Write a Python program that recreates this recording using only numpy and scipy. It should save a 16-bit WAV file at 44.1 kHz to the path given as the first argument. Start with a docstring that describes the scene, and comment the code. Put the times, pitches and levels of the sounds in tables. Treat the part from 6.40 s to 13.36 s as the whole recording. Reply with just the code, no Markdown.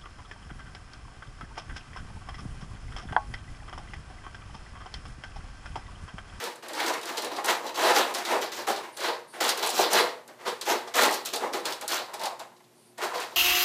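"""A dog digs and shuffles on the plastic tray of a wire crate, a few metres from the microphone.
Its claws catch and slip in dense tiny clicks, filtered into scratching, while the same kind of clicks
drum the tray's resonances under the paw. Claw tips tick and snag as short noise bursts; sniffs are
narrow bands of noise. The carpeted room adds a diffuse tail, over steady hiss and a mains hum."""
import sys
import numpy as np
from scipy import signal
from scipy.fft import rfft, irfft, next_fast_len
from scipy.io import wavfile
from scipy.ndimage import uniform_filter1d

SR = 44100
rng = np.random.default_rng(int(sys.argv[2]) if len(sys.argv) > 2 else 0)


def waveform_to_disk(signal):
    """Save audio, clipped to [-1, 1], as 16-bit WAV at the path in sys.argv[1]."""
    frames = np.transpose(np.atleast_2d(signal))
    scaled = np.clip(frames, -1, 1) * 32767
    samples = np.round(scaled).astype(np.int16)
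    wavfile.write(sys.argv[1], SR, samples)


def volts_from_decibels(level):
    """Turn decibel levels (scalar or array-like) into linear amplitude factors."""
    exponent = np.asarray(level, float) / 20
    return 10 ** exponent


N = 306936
T = np.arange(N) / SR

# bright spectrum of claw snaps and grit: (frequency [Hz], relative level per Hz [dB])
SNAP_SPECTRUM = [(500, -50), (3500, -23), (7500, -2), (11000, -4.5), (16000, -15)]


def level(x, db):
    """Scale to an rms level."""
    return x * volts_from_decibels(db) / np.sqrt(np.mean(x ** 2))


def colour(x, points):
    """Shape by (Hz, dB) points, joined on a log axis."""
    hz, db = np.transpose(points)
    size = next_fast_len(len(x))
    axis = np.log(np.fft.rfftfreq(size, 1 / SR) + 1)
    return irfft(rfft(x, size) * volts_from_decibels(np.interp(axis, np.log(hz), db)), size)[:len(x)]


def ring(x, hz, width_hz):
    """One resonance, gain 1 at its centre."""
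    return signal.lfilter(*signal.iirpeak(min(hz, .45 * SR), hz / width_hz, SR), x)


def decay(t, t60_s):
    """Exponential fade, 60 dB down after t60_s."""
    return np.exp(-np.log(1000) * t / t60_s)


def walk(rate):
    """Random levels held 1 / rate s and slewed; spread 1."""
    hold = int(SR / rate)
    steps = np.repeat(rng.standard_normal(N // hold + 1), hold)
    w = uniform_filter1d(steps, hold)[:N]
    return w / w.std()


def slips(spread_db):
    """Stick-slip: a tiny click each sample, a few much larger than the rest; rms 1."""
    size_db = spread_db * np.minimum(rng.exponential(1, N), 3.5)
    return level(rng.standard_normal(N) * volts_from_decibels(size_db), 0)


def background():
    """Steady hiss that wavers a little, and mains hum."""
    # hiss spectrum: (frequency [Hz], relative level per Hz [dB])
    hiss_spectrum = [(35, -25), (60, -14), (94, -15), (139, 0), (168, -3), (363, -4), (480, -7),
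                     (767, -5.5), (1340, -14), (13300, -22), (16000, -66)]
    # hum partials: (frequency [Hz], rms level before a 2 dB random waver [dB])
    hum_partials = [(120, -73.5), (240, -70.5), (360, -67.5)]
    hiss_db, hiss_waver_db = -61, 0.65
    hiss = level(colour(rng.standard_normal(N), hiss_spectrum), hiss_db) * volts_from_decibels(hiss_waver_db * walk(7.8))
    hum = 0
    for k, (hz, db) in enumerate(hum_partials):
        hum = hum + np.sqrt(2) * volts_from_decibels(db + 2 * walk(8)) * np.sin(2 * np.pi * hz * T + k)
    return hiss + hum


def pressure():
    """Each stroke lands, presses in, drags and lifts; gains for tray, claws and fine treble, summed in power."""
    # paw strokes: (start [s], press [s], drag [s], relative tray drumming [dB], relative claw scratch [dB])
    paw_strokes = [ (0, 0.00074, 0.072, -36, -39.5), (0.224, 0.004, 0.015, -40.5, -52),
                   (0.284, 0.015, 0.042, -40, -54), (.34, 0.079, 0.015, -28.5, -32.5),
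                   (0.449, 0.026, 0.024, -32, -31.5), (.53, 0.0043, 0.0075, -32, -48),
                   (.612, 0.089, 0.0055, -35, -44), (.66, 0.023, 0.11, -41, -42),
                   (.77, 0.0072, 0.016, -38, -34), (.82, 0.0073, .035, -34, -38),
                   (.9, 0.018, 0.053, -34.5, -40), (.96, 0.024, 0.0083, -30.5, -49),
                   (1.038, 0.0045, 0.029, -29, -35), (1.069, 0.026, 0.0096, -22.5, -24),
                   (1.2, 0.078, 0.019, -32, -41), (1.343, 0.092, 0.076, -20.5, -25),
                   (1.543, 0.022, 0.025, -23, -20), (1.66, 0.021, 0.026, -35.5, -47),
                   (1.742, 0.006, 0.069, -34, -42), (1.835, 0.084, 0.027, -25, -34),
                   (2.006, 0.013, 0.012, -31, -29.5), (2.117, 0.0046, 0.07, -39.5, -36.5),
                   (2.165, 0.021, 0.03, -38, -35), (2.268, 0.0053, 0.038, -27.5, -29.5),
                   (2.34, 0.012, 0.11, -40.5, -64), (2.567, 0.077, 0.043, -28.5, -29),
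                   (2.927, 0.018, 0.027, -40, -75), (3.003, 0.0023, 0.096, -27.5, -24.5),
                   (3.17, .005, 0.053, -35, -32.5), (3.223, 0.0048, 0.053, -30, -27.5),
                   (3.329, 0.092, 0.011, -22.5, -18.5), (3.503, 0.042, 0.05, -20.5, -19.5),
                   (3.874, 0.017, 0.009, -47, -55), (3.98, 0.037, 0.025, -45, -59),
                   (4.049, 0.016, 0.016, -31, -34.5), (4.211, 0.0078, 0.0046, -42, -51),
                   (4.253, 0.036, 0.033, -25, -25.5), (4.46, 0.011, 0.013, -40, -58),
                   (4.539, 0.037, 0.074, -19, -19), (4.71, .01, 0.033, -33, -29.5),
                   (4.853, 0.0071, 0.011, -43.5, -28.5), (4.928, 0.0032, 0.022, -31.5, -35),
                   (4.998, 0.012, 0.036, -30.5, -51), (5.131, 0.0036, 0.02, -30, -36.5),
                   (5.247, 0.0061, 0.059, -35.5, -34.5), (5.41, 0.0068, 0.013, -40, -39.5),
                   (5.48, 0.016, 0.054, -37.5, -27.5), (5.503, 0.013, 0.058, -30.5, -29.5),
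                   (5.66, 0.035, 0.042, -47, -67), (5.733, 0.0021, 0.0051, -34, -59),
                   (5.78, 0.057, 0.019, -30, -40), (5.99, 0.0034, 0.005, -35, -54),
                   (6.575, 0.012, .03, -32.5, -50), (6.614, 0.0094, 0.027, -27.5, -34),
                   (6.734, 0.014, 0.044, -32.5, -34.5), (6.799, 0.0075, 0.012, -33, -33),
                   (6.9, .01, .05, -50, -49)]
    # level at touch, relative to full pressure: (tray [dB], claws [dB], fine treble [dB])
    touch_levels = (-15, -15.5, -11.5)
    # fade as the paw lifts: (tray [dB/s], claws [dB/s], fine treble [dB/s])
    lift_rates = (-170, -230, -330)
    land_s = 0.0005  # time to make contact
    fine_db = -4.5  # fine treble relative to the scratch
    dulling_db_per_s = -24  # the claw tip bites less as the stroke drags on
    power = np.zeros((3, N))
    for start_s, press_s, drag_s, drum_db, claw_db in paw_strokes:
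        i = int(start_s * SR)
        t = T[:min(SR // 2, N - i)]
        contact = np.clip(t / land_s, 0, 1) ** 2
        unpressed = np.clip(1 - t / press_s, 0, 1) ** 1.54
        lifted_s = np.clip(t - press_s - drag_s, 0, None)
        full_db = [drum_db, claw_db, claw_db + fine_db + dulling_db_per_s * t]
        for layer, top_db, touch_db, lift in zip(power, full_db, touch_levels, lift_rates):
            layer[i:i + len(t)] += contact * volts_from_decibels(top_db + touch_db * unpressed + lift * lifted_s) ** 2
    return np.sqrt(power)


def knocks():
    """Paw pads knock the tray: a quick rise, then an exponential fade."""
    # pad knocks: (time [s], relative level [dB], fade by a factor e [s])
    pad_knocks = [(0.405, -16, 0.0095), (0.494, -21, 0.013), (0.545, -34, 0.0049), (0.983, -28, 0.014),
                  (1.93, -19, 0.0083), (1.958, -24, 0.0054), (2.282, -20, 0.0068), (5.028, -19.5, 0.014),
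                  (5.058, -22, 0.011), (5.692, -30, 0.012), (5.742, -35, 0.008), (5.807, -27, 0.014),
                  (5.86, -20, 0.017), (5.905, -38, 0.01), (5.999, -29, 0.007), (6.202, -41, 0.0077),
                  (6.621, -27, 0.012), (6.714, -26, 0.027), (6.769, -21, 0.0083)]
    knock = 0
    for s, db, fade_s in pad_knocks:
        knock = knock + volts_from_decibels(db) * np.clip((T - s) / 0.001, 0, 1) * np.exp(-np.abs(T - s) / fade_s)
    return knock


def tray_drumming(drum, push, bass_db, top_db):
    """The tray's resonances, driven by slips under the paw's weight and by knocking pads."""
    # tray resonances: (frequency [Hz], width [Hz], relative level [dB])
    resonances = [(185, 39, -19), (247.3, 25.7, -9), (327, 48.3, -1), (398.5, 92, -1), (481, 71, -0.5),
                  (565, 50.5, -1.5), (613, 39.7, 0.5), (697, 85, -1.5), (795, 82, 0), (904, 120, -0.5),
                  (1063, 170, -3), (1230, 240, -7.5), (1450, 630, -10.5), (1880, 750, -12),
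                  (3030, 3700, -22)]
    bass_hz, top_hz = 480, 1300  # the tray's bass lies below the first, its top above the second
    broad_hz = 350  # width
    reach_db = 1.3  # spread of a narrow resonance's level as the paw moves
    knock_hz, knock_octaves = 850, 0.62  # a pad wakes mostly the resonances around here
    knock = knocks()
    struck, free = 0, 0
    for k, (hz, width_hz, db) in enumerate(resonances):
        # as the paw moves over the tray it wakes each resonance more or less, the broad ones more evenly
        reach = db + reach_db * min(1, broad_hz / 2 / width_hz) * walk(20)
        shade = bass_db / (1 + (hz / bass_hz) ** 4) + top_db / (1 + (top_hz / hz) ** 4)
        gain = (-1) ** k * volts_from_decibels(reach + shade)
        # each broad top resonance answers to the slips shifted in time
        slip = np.roll(push, k * SR // 10) if width_hz > broad_hz else push
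        free = free + gain * ring(slip, hz, width_hz)
        pad = volts_from_decibels(-3.5) * np.exp(-(np.log2(hz / knock_hz) / knock_octaves) ** 2)
        struck = struck + ring(gain * (drum + pad * knock) * slip, hz, width_hz)
    # the tray is too small to radiate deep bass
    return colour(struck / free.std(), [(70, -24), (140, -5.5), (220, -0.5)])


def grit():
    """Grit under the claws cracks in lone bright clicks, about 220 a second."""
    cracks = (rng.random(N) < 220 / SR) * rng.standard_normal(N)
    crack = rng.standard_normal(256) * np.exp(-T[:256] / 0.0006)
    return level(colour(signal.fftconvolve(cracks, crack)[:N], SNAP_SPECTRUM), -13)


def claw_scratch(scratch, fine, stutter_db, top_db):
    """Claws rub the plastic in stick-slip noise; each scrapes its own patch of the treble."""
    # spectrum of the rub: (frequency [Hz], relative level per Hz [dB])
    rub_spectrum = [(500, -50), (1200, -9), (1560, -8), (2270, -10), (4220, -5), (14000, -23), (15500, -35),
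                    (16000, -49)]
    patch_hz, patchy_db = 1300 * 1.5 ** np.arange(7), 0.7
    # brief catches of a claw, about 90 a second
    catches = (rng.random(N) < 90 / SR) * 0.35 * np.minimum(rng.exponential(1, N), 2.5)
    catch_shape = np.exp(-np.abs(T[:2001] - T[1000]) / 0.0015)
    skids = 1 + np.tanh(signal.fftconvolve(catches, catch_shape, "same"))
    rub = colour(slips(5.2) * volts_from_decibels(stutter_db) * skids, rub_spectrum)
    patches = []
    for k, hz in enumerate(patch_hz):
        gain = (-1) ** k * volts_from_decibels(patchy_db * walk(25) + top_db / (1 + (hz / 2400) ** 4))
        patches.append(gain * ring(rub, hz, 0.6 * hz))
    coarse = level(sum(patches[:4]) + 0.37 * ring(rub, 3880, 920), -3.5)
    # a sharper claw tip adds the finest treble
    finest = level(sum(patches[4:]), -3)
    return scratch * coarse + fine * (finest + grit())


def strokes():
    """Claws stutter over the plastic; the tray's resonances drum under the paw."""
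    # slow change of colour: (time [s], tray's bass [dB], tray's top [dB], fine treble [dB])
    shading = [(0, 4, 3, 6), (.3, -2.5, 2, -20), (.5, 2, 2, 5), (.75, -0.5, 1, 4.5), (1.0, -3.5, -6.5, -6),
               (1.12, -7, 4, 4.5), (1.3, -4.5, -9.5, 2), (1.5, -4.5, 0, 0.5), (1.75, 0, 1.5, 5),
               (1.95, -1.5, -3, 1.5), (2.3, 1.5, -1.5, 2), (2.7, -5, -0.5, -2), (3.1, -2.5, 0, 2.5),
               (3.4, -3, -7, 1.5), (3.6, 0, 0, 0.5), (3.9, 1, -2.5, 2), (4.1, 1.5, 1.5, -4),
               (4.3, -1.5, -1.5, 3), (4.6, -5.5, -3.5, 2.5), (5.05, 4, -4.5, 3.5), (5.3, 2.5, 1.5, 1),
               (5.55, -7.5, -0.5, 2.5), (5.85, -10, -7.5, -4), (6.05, -14, -9, 3), (6.62, -3, -4.5, 1),
               (6.77, -2.5, -4, -1.5), (6.85, -1.5, -2.5, 2)]
    drum, scratch, fine = pressure()
    at, *shades = np.transpose(shading)
    bass_db, top_db, fine_db = [np.interp(T, at, shade) for shade in shades]
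    # several claws catch and let go, unevenly, in both layers at once
    stutter_db = 0.67 * walk(27) + 0.26 * walk(120)
    push = slips(3.77) * volts_from_decibels(0.12 * stutter_db + 1.91 * walk(60))
    tray = tray_drumming(drum, push, bass_db, top_db)
    return tray + claw_scratch(scratch, fine * volts_from_decibels(fine_db), stutter_db, top_db)


def room(x):
    """Diffuse tail: each octave of noise dies at its own rate."""
    # reverberation of the room: (frequency [Hz], time to fall 60 dB [s])
    room_fades = [(250, 0.45), (1000, 0.51), (4000, 0.33), (12000, 0.34)]
    t = np.arange(SR // 2) / SR
    hz, t60_s = np.transpose(room_fades)
    tail = 0
    for centre in 125 * 2. ** np.arange(8):
        fade = decay(t, np.interp(np.log(centre), np.log(hz), t60_s))
        tail = tail + fade * ring(rng.standard_normal(len(t)), centre, 0.5 * centre)
    tail = tail * np.clip(t / 0.0032, 0, 1)
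    return signal.fftconvolve(x, tail / np.sqrt(np.sum(tail ** 2)))[:N]


def ticks():
    """A claw lands and skids off; part of it rings in a narrow band, part hisses in the fine treble."""
    # claw tips landing: (time [s], level before a 10 dB cut [dB],
    # peak of the fine treble relative to the ringing band, before an 8.5 dB lift [dB])
    landings = [(0.0388, -18.5, -9), (0.157, -39, 2.5), (0.283, -27, -3.5), (0.332, -23, -8),
                (0.6125, -26, -10), (0.655, -20.5, -10), (0.7708, -15, -17), (0.778, -18, -20),
                (0.8206, -21.5, -3.5), (0.8452, -20, -6), (1.044, -17, -6.5), (1.0574, -24, 4.5),
                (1.265, -19.5, -29), (1.345, -22, -21), (1.4205, -26, 0), (1.5538, -22, -5),
                (1.7394, -20, -4), (1.747, -11.5, -14), (1.784, -19, -11), (1.8505, -15.5, -17),
                (2.0182, -31, -15), (2.118, -19.5, -24), (2.165, -35, -5), (2.284, -24, -0.5),
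                (2.361, -17.5, -26), (2.5707, -22, -9), (3.0122, -12.5, -32), (3.04, -21, -2),
                (3.079, -15, -8), (3.09, -6, -10), (3.1745, -22.5, -2), (3.227, -11.5, -30),
                (3.262, -20.5, 0), (3.272, -25, 6), (3.291, -23, 4), (3.302, -13.5, -4), (3.531, -18, 5),
                (3.877, -38, 1.5), (4.0766, -16, -35), (4.2115, -14.5, -10.5), (4.2632, -39, -15),
                (4.4746, -25.5, -30), (4.541, -15, -31), (4.6332, -7.5, -6.5), (4.71, -26, 1),
                (4.726, -20, -3), (4.741, -21, 0), (4.85, -18.5, -10), (4.8577, -16, -8), (4.935, -12, -13),
                (4.9587, -13.5, -7.5), (5.1334, -17, -22), (5.254, -10.5, -11.5), (5.322, -15.5, -20),
                (5.4107, -26, -1), (5.4786, -17.5, -2), (5.739, -21.5, -6), (5.794, -22.5, -20),
                (5.814, -23, -11), (5.834, -15.5, -16), (5.855, -15, -11), (5.994, -24.5, -9),
                (6.1644, -42, -34), (6.241, -44, -27), (6.58, -32, -3), (6.635, -28, -3), (6.642, -29, -3),
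                (6.742, -34, -14), (6.757, -32, -3), (6.8, -30, 2)]
    burst_t60_s = 0.15
    snap_t60_s, skid_t60_s, skid_db = 0.018, 0.14, -9  # further fades of the fine treble: snap, weaker skid
    size = 8192
    out = np.zeros(N + size)
    t = np.arange(size) / SR
    snap_and_skid = decay(t, snap_t60_s) + volts_from_decibels(skid_db) * decay(t, skid_t60_s)
    noises = rng.standard_normal((len(landings), size))
    for (s, peak_db, fine_db), noise in zip(landings, noises):
        burst = noise * decay(t, burst_t60_s) * np.clip(t / 0.001, 0, 1)
        body = ring(burst, 4080, 1630)
        fine = colour(burst * snap_and_skid, SNAP_SPECTRUM)
        tick = body / np.abs(body).max() + volts_from_decibels(fine_db + 8.5) * fine / np.abs(fine).max()
        i = int(s * SR)
        out[i:i + size] += volts_from_decibels(peak_db - 10) * tick
    return out[:N]


def nicks():
    """A claw snags for an instant in mid-stroke: a short burst in a broad band."""
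    # claw snags: (time [s], peak level before a 9.5 dB cut [dB], centre of the band [Hz])
    snags = [(0.2349, -36, 2070), (0.349, -19, 4770), (0.377, -31, 4790), (0.4, -12, 2240),
             (0.462, -11.5, 4970), (0.4795, -12, 4900), (0.5365, -16, 3780), (0.548, -33, 2020),
             (0.6302, -21, 3440), (0.6906, -20, 2330), (0.9163, -26, 3680), (0.964, -19, 4000),
             (1.0864, -30, 2090), (1.293, -20, 2490), (1.3578, -15, 3900), (1.5618, -15, 3620),
             (1.913, -25, 4000), (2.125, -21, 3850), (2.604, -15.5, 4300), (3.3874, -12, 4170),
             (5.127, -25, 4410), (5.1794, -30, 3020), (5.1974, -26, 4230), (5.3225, -14, 4010),
             (5.5196, -10.5, 3690), (6.2026, -40, 1900), (6.616, -20, 2060), (6.812, -26, 2070),
             (6.8274, -33, 4020)]
    size = 2048
    out = np.zeros(N + size)
    t = np.arange(size) / SR
    noises = rng.standard_normal((len(snags), size))
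    for (s, peak_db, hz), noise in zip(snags, noises):
        burst = noise * decay(t, 0.058) * np.clip(t / 0.0008, 0, 1)
        body = ring(burst, hz, 0.37 * hz) + 0.078 * burst
        i = int(s * SR)
        out[i:i + size] += volts_from_decibels(peak_db - 9.5) * body / np.abs(body).max()
    return out[:N]


def sniffs():
    """Air whistles through the nostrils, high and narrow, with a weaker band about an octave below."""
    # sniffs: (start [s], length [s], rms level at the height of the sniff [dB])
    breaths = [(2.52, 0.1, -54.5), (2.872, 0.12, -56), (6.348, 0.19, -64)]
    air = rng.standard_normal(N)
    high = ring(ring(air, 9300, 1900), 9300, 1900)
    nose = level(high + 0.66 * ring(air, 4500, 780), 0)
    shape = 0
    for s, length_s, db in breaths:
        swell = np.sin(np.pi * np.clip((T - s) / length_s, 0, 1)).clip(0)
        shape = shape + volts_from_decibels(db) * np.sqrt(swell)
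    return nose * shape


def scene():
    """Dog and tray with their room tail, over the background."""
    dog = strokes() + ticks() + nicks() + sniffs()
    # the echoes change as the paws shift about the crate: a blend of two tails
    place = 0.7 + 0.86 * walk(5)
    echoes = room(dog * np.cos(place)) + room(dog * np.sin(place))
    return (dog + volts_from_decibels(-10) * echoes + background())[None]


def band_limit(x):
    """A steep low-pass at the top of the band."""
    return signal.sosfilt(signal.butter(12, 16520, fs=SR, output="sos"), x)


def record(dry):
    """A small microphone that drops the deep bass and the very top."""
    low_hz, top_hz = 100, 15350
    thin = signal.sosfilt(signal.butter(2, low_hz, "high", fs=SR, output="sos"), dry)
    thin = signal.sosfilt(signal.ellip(6, .5, 30, top_hz, fs=SR, output="sos"), thin)
    return band_limit(thin)


dry = scene()
out = record(dry)
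waveform_to_disk(out)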